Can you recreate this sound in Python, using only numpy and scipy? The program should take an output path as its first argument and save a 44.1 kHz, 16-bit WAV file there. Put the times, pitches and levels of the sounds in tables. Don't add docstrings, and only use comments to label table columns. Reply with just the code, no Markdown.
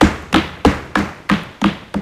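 import sys
import numpy as np
from scipy import signal
from scipy.fft import rfft, irfft
from scipy.io import wavfile
from scipy.ndimage import uniform_filter1d

SR = 44100
rng = np.random.default_rng(int(sys.argv[2]) if len(sys.argv) > 2 else 0)


def to_linear_factor(level_db):
    exponent = np.asarray(level_db, float) / 20
    return 10 ** exponent


def waveform_to_disk(signal):
    frames = np.transpose(np.atleast_2d(signal))
    scaled = np.clip(frames, -1, 1) * 32767
    samples = np.round(scaled).astype(np.int16)
    wavfile.write(sys.argv[1], SR, samples)


N = 88817

# f/Hz, level/dB
AIR_TONE = [(30, 2), (90, -3), (250, -7), (1000, -15), (3000, -18), (7000, -29), (14000, -39)]
# f/Hz, level/dB
HALL_TONE = [(35, -36), (60, -15.5), (189, -4), (255, -7.5), (328, -5.5), (767, -15), (2110, -14.5),
             (3920, -24.5), (14500, -56.5)]
# f/Hz, t60/s
EARLY_DECAY = [(60, 1), (250, 0.22), (1000, 0.61), (3000, 0.37), (8000, .35), (14000, 0.75)]
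# f/Hz, t60/s
LATE_DECAY = [(60, 0.4), (250, 1.11), (1000, 1.08), (3000, 0.95), (8000, 0.94), (14000, 1.1)]
# t/s, slap level/dB, slap f/Hz, skin crack level/dB, hall level/dB
BLOWS = [(.011, 3.5, 807, -6.5, -8.5), (0.0162, -11, 745, -5, -12.5), (.328, -11.5, 1140, -7.5, -16),
         (0.3431, 0.5, 817, -4.5, -9.5), (0.65, 1.5, 843, -6, -11), (.661, -27, 900, -9, -13),
         (.955, 0.5, 1070, -10.5, -10.5), (1.292, -14, 1400, -11.5, -14.5), (1.298, 1, 1160, -11.5, -13),
         (1.616, -13.5, 870, -11.5, -26.5), (1.641, -3, 1100, -10.5, -14.5), (1.9416, -15, 924, -16.5, -25)]
# knock level/dB, sheen level/dB, body level/dB
PALMS = [(-1.5, 10, -5.5), (1, 2, 5.5), (-9, 5.5, 3.5), (6, 0.5, -3.5), (-2, 4.5, 2), (-1, 5.5, 0.5),
         (-3.5, 4.5, -0.5), (-6.5, 1, 1.5), (7, 3.5, -7), (-4.5, 5.5, -4), (6.5, 1.5, -1.5),
         (-1.5, 4.5, 13)]
# second knock f/Hz, its level/dB, distance/share of the usual, knock width/Hz
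SPOTS = [(1375, 2, .6, 165), (450, 2, 0.49, 120), (2680, 5, 0.44, 91), (1300, 1, 0.68, 77),
         (458, 6.5, .3, 67), (1300, -6, 0.45, 200), (1700, 2.5, .6, 92), (2260, 2, 0.62, 140),
         (1790, 4.5, .5, 200), (1310, -14, 0.58, 170), (1250, -19, 0.89, 380), (600, 5, .9, 69)]
WALL_RETURNS = [-2, -14, -14, 0, -6, -14, 0, -12, 0, -12, -2, -14]
# f/Hz, level/dB
CRACK_TONE = [(500, 4), (1500, 5), (3500, 2.5), (6000, -10.5), (10000, -16), (14000, -23.5)]
# f/Hz, level/dB, t60/s
WOOD_MODES = [(412.4, 3, 0.033), (533, -3.5, 0.047), (583, -51.5, 0.047), (772, -22.5, 0.16),
              (1061, -17.5, 0.082), (1270, -9, 0.044), (1646, -18.5, 0.16)]
# delay/s, level/dB
ECHOES = [(.0045, -12), (.018, -2), (.027, -14), (.040, -9), (.059, -14)]
# t/s, carcass level/dB, top panel level/dB, front panel level/dB, front panel f/Hz
BOOMS = [
    (0.014, -7, -5.5, 0, 307),
    (0.33, -10.5, -4, -6.5, 250),
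    (0.346, -19, -19.5, -6.5, 316),
    (.650, -8.5, -7, -2.5, 284.8),
    (0.955, -21, -12.5, -13.5, 304.7),
    (1.299, -21.5, -5.5, -12, 297.4),
    (1.617, -23.5, -8, -8.5, 262.6),
    (1.642, -21, -4.5, -7, 317.2),
    (1.941, -26, -11.5, -17.5, 289),
]
BOOM_HOLDS = [0.98, 0.53, 1.3, 0.89, 1.52, 0.99, 0.5, 0.85, 1.06]
# f/Hz, level/dB, hold/s, t60/s, part (0 carcass, 1 top panel)
PANEL_MODES = [(36.7, -11.5, 0.02, 0.48, 0), (47.6, -12.5, .05, 0.73, 0), (69.2, -5.5, 0.038, 0.71, 0),
               (82.1, -8, 0.057, 0.79, 0), (130.6, -8, 0.027, 0.69, 0), (164.5, -14.5, 0.091, 0.25, 1),
               (200.17, -2.5, 0.051, 0.3, 1)]
# t/s, level/dB
TICKS = [(.225, -36), (0.589, -47), (0.655, -37), (.668, -24), (1.303, -43), (1.613, -41), (.983, -40),
         (0.99, -24.5), (1.137, -47), (1.435, -33.5), (1.737, -44)]

BEND_S, BEND_KNEE_HZ = 0.005, 297.2
FRONT_HOLD_S, FRONT_T60_S = 0.031, 0.33
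LINGER_DB, CARCASS_LINGER_DB = -14, -7.5


def evened(x):
    return x / np.sqrt(np.mean(x ** 2) + 1e-20)


def read(points, hz):
    f, value = np.transpose(points)
    return np.interp(np.log(hz + 1), np.log(f + 1), value)


def add(mix, s, sound):
    part = mix[max(round(s * SR), 0):][:len(sound)]
    part += sound[:len(part)]


def colour(x, gain):
    return irfft(rfft(x) * gain(np.fft.rfftfreq(len(x), 1 / SR)), len(x))


def bump(hz, centre_hz, width):
    return np.exp(-0.5 * (np.log2((hz + 1) / centre_hz) / width) ** 2)


def burst(length_s, points):
    t = np.arange(1024) / SR
    puff = rng.standard_normal(1024) * (t / length_s) * np.exp(-t / length_s * 2)
    puff = colour(puff, lambda hz: to_linear_factor(read(points, hz)))
    return puff / abs(puff).max()


def air():
    hush = colour(rng.standard_normal(N), lambda hz: to_linear_factor(read(AIR_TONE, hz)))
    return to_linear_factor(-47.5) * evened(hush)


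def hall():
    late_db, build_s, lumpy_db = -11.5, 0.034, 1.5
    hz = np.fft.rfftfreq(256, 1 / SR)[:, None]
    t = np.arange(700) * 64 / SR
    a, b, lumps = rng.standard_normal((700, 129, 3)).T
    lumps = uniform_filter1d(lumps, size=24, axis=0)
    lumps = evened(uniform_filter1d(lumps, size=3, axis=1))
    early = to_linear_factor(-60 * t / read(EARLY_DECAY, hz))
    late = to_linear_factor(late_db - 60 * t / read(LATE_DECAY, hz))
    z = (a + 1j * b) * np.hypot(early, late) * to_linear_factor(lumpy_db * lumps) * np.minimum(t / build_s, 1)
    tail = signal.istft(z, nperseg=256, noverlap=192)[1]
    tail = colour(tail, lambda f: to_linear_factor(read(HALL_TONE, f)))
    return tail / np.sqrt(np.mean(tail[:SR // 10] ** 2))


def palm(knock_db, sheen_db, body_db):
    def gain(hz):
        knock = knock_db * bump(hz, 3330, 0.31)
        sheen = sheen_db * bump(hz, 7160, 0.31)
        body = body_db * bump(hz, 480, 0.4)
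        return to_linear_factor(knock + sheen + body)
    return gain


def slap(pitch_hz, second_hz, second_db, far, width_hz):
    size, skirt_db, knock_db, wave_top_hz = 8192, -3.5, 11, 4600
    hz = np.fft.rfftfreq(size, 1 / SR)
    broad = bump(hz, pitch_hz, 0.5) + to_linear_factor(skirt_db) * bump(hz, pitch_hz, 1.81)
    first = 1 / (1 + 2j * (hz - pitch_hz) / width_hz)
    second = to_linear_factor(second_db) / (1 + 2j * (hz - second_hz) / width_hz)
    lag = 2 * np.pi * far * BEND_S * (1000 + BEND_KNEE_HZ) * np.log(hz + BEND_KNEE_HZ)
    low_pass = 1 / np.hypot(1, (hz / wave_top_hz) ** 4)
    high_pass = 1 / np.hypot(1, (300 / (hz + 1)) ** 2)
    ragged = np.exp(6.5j * uniform_filter1d(rng.standard_normal(len(hz)), size=40))
    spectrum = (broad * ragged + to_linear_factor(knock_db) * (first - second)) * low_pass * high_pass
    wave = irfft(spectrum * np.exp(-1j * lag), size)
    t = np.arange(size) / SR
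    wave = wave / abs(wave).max() * np.minimum(t / 0.001, 1) * (t < 0.1)
    onset = np.clip((t - BEND_S / 2) / 0.001, 0, 1)
    for f, db, t60 in WOOD_MODES:
        cycles = rng.uniform(0.95, 1.02) * f * t + rng.random()
        near = bump(f, pitch_hz, 0.83)
        wave = wave + near * to_linear_factor(db - 60 * t / t60) * onset * np.sin(2 * np.pi * cycles)
    return wave


def blows():
    crack_s, scatter_s, fingers_s = 0.0012, 0.0039, 0.0027
    scatter_share, fingers_db, echo_slap_db, before_db = 0.46, -13.5, -10.5, -52
    echo_dull_hz_s = 250
    direct, thrown, room = np.zeros((3, N))
    for blow, colours, spot, echo_db in zip(BLOWS, PALMS, SPOTS, WALL_RETURNS):
        s, slap_db, pitch_hz, crack_db, hall_db = blow
        tone = palm(*colours)
        wave = to_linear_factor(slap_db) * slap(pitch_hz, *spot)
        crack = to_linear_factor(crack_db) * colour(burst(crack_s, CRACK_TONE), tone)
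        scatter = to_linear_factor(crack_db) * colour(burst(scatter_s, CRACK_TONE), tone)
        add(direct, s, scatter_share * scatter)
        add(direct, s - fingers_s, to_linear_factor(fingers_db) * scatter)
        add(direct, s - 0.001, wave)
        add(direct, s, crack)
        add(thrown, s - 0.0015, to_linear_factor(echo_db + echo_slap_db) * wave)
        add(thrown, s - 0.0005, to_linear_factor(echo_db) * crack)
        add(room, s, to_linear_factor(hall_db - 12) * colour(hall(), tone))
    add(room, 0, to_linear_factor(before_db) * evened(hall()[SR // 3:]))
    for s, db in ECHOES:
        echo = colour(thrown, lambda hz: 1 / np.hypot(1, (hz * s / echo_dull_hz_s) ** 2))
        add(room, s, to_linear_factor(db) * echo)
    return direct + room


def ring(hz, db, hold_s, t60, linger_db):
    t = np.arange(SR // 2) / SR
    rise = 1 - np.exp(-(t / 0.015) ** 2)
    fade = np.exp(-(t / hold_s) ** 3) + to_linear_factor(linger_db - 60 * t / t60)
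    cycles = hz * rng.uniform(1.0, 1.01) * t + rng.random()
    return to_linear_factor(db) * fade * rise * np.sin(2 * np.pi * cycles)


def booms():
    under_share, under_db = 0.84, -6.5
    out = np.zeros(N)
    for (s, carcass_db, top_db, front_db, front_hz), share in zip(BOOMS, BOOM_HOLDS):
        for hz, db, hold_s, t60, part in PANEL_MODES:
            part_db, linger_db = (top_db, LINGER_DB) if round(part) else (carcass_db, CARCASS_LINGER_DB)
            add(out, s, ring(hz, db + part_db, share * hold_s, t60, linger_db))
        front_hold_s = share * FRONT_HOLD_S
        add(out, s, ring(front_hz, front_db, front_hold_s, FRONT_T60_S, LINGER_DB))
        add(out, s, ring(front_hz * under_share, front_db + under_db, front_hold_s, FRONT_T60_S, LINGER_DB))
    return out


def ticks():
    out = np.zeros(N)
    for s, db in TICKS:
        add(out, s - 0.001, to_linear_factor(db) * burst(0.0015, [(2000, -30), (8650, -1), (14000, -4)]))
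    return out


def scene():
    return (air() + blows() + booms() + ticks())[None]


def band_limit(x):
    return signal.sosfilt(signal.butter(12, 15800, fs=SR, output="sos"), x)


def record(dry):
    edge_hz, low_cut_hz, clip = 14500, 36, 0.785
    limited = signal.oaconvolve(dry, signal.firwin(255, edge_hz, fs=SR)[None], "same")
    limited = signal.lfilter(*signal.butter(1, low_cut_hz, "high", fs=SR), limited)
    return band_limit(np.clip(limited, -clip, clip))


dry = scene()
out = record(dry)
waveform_to_disk(out)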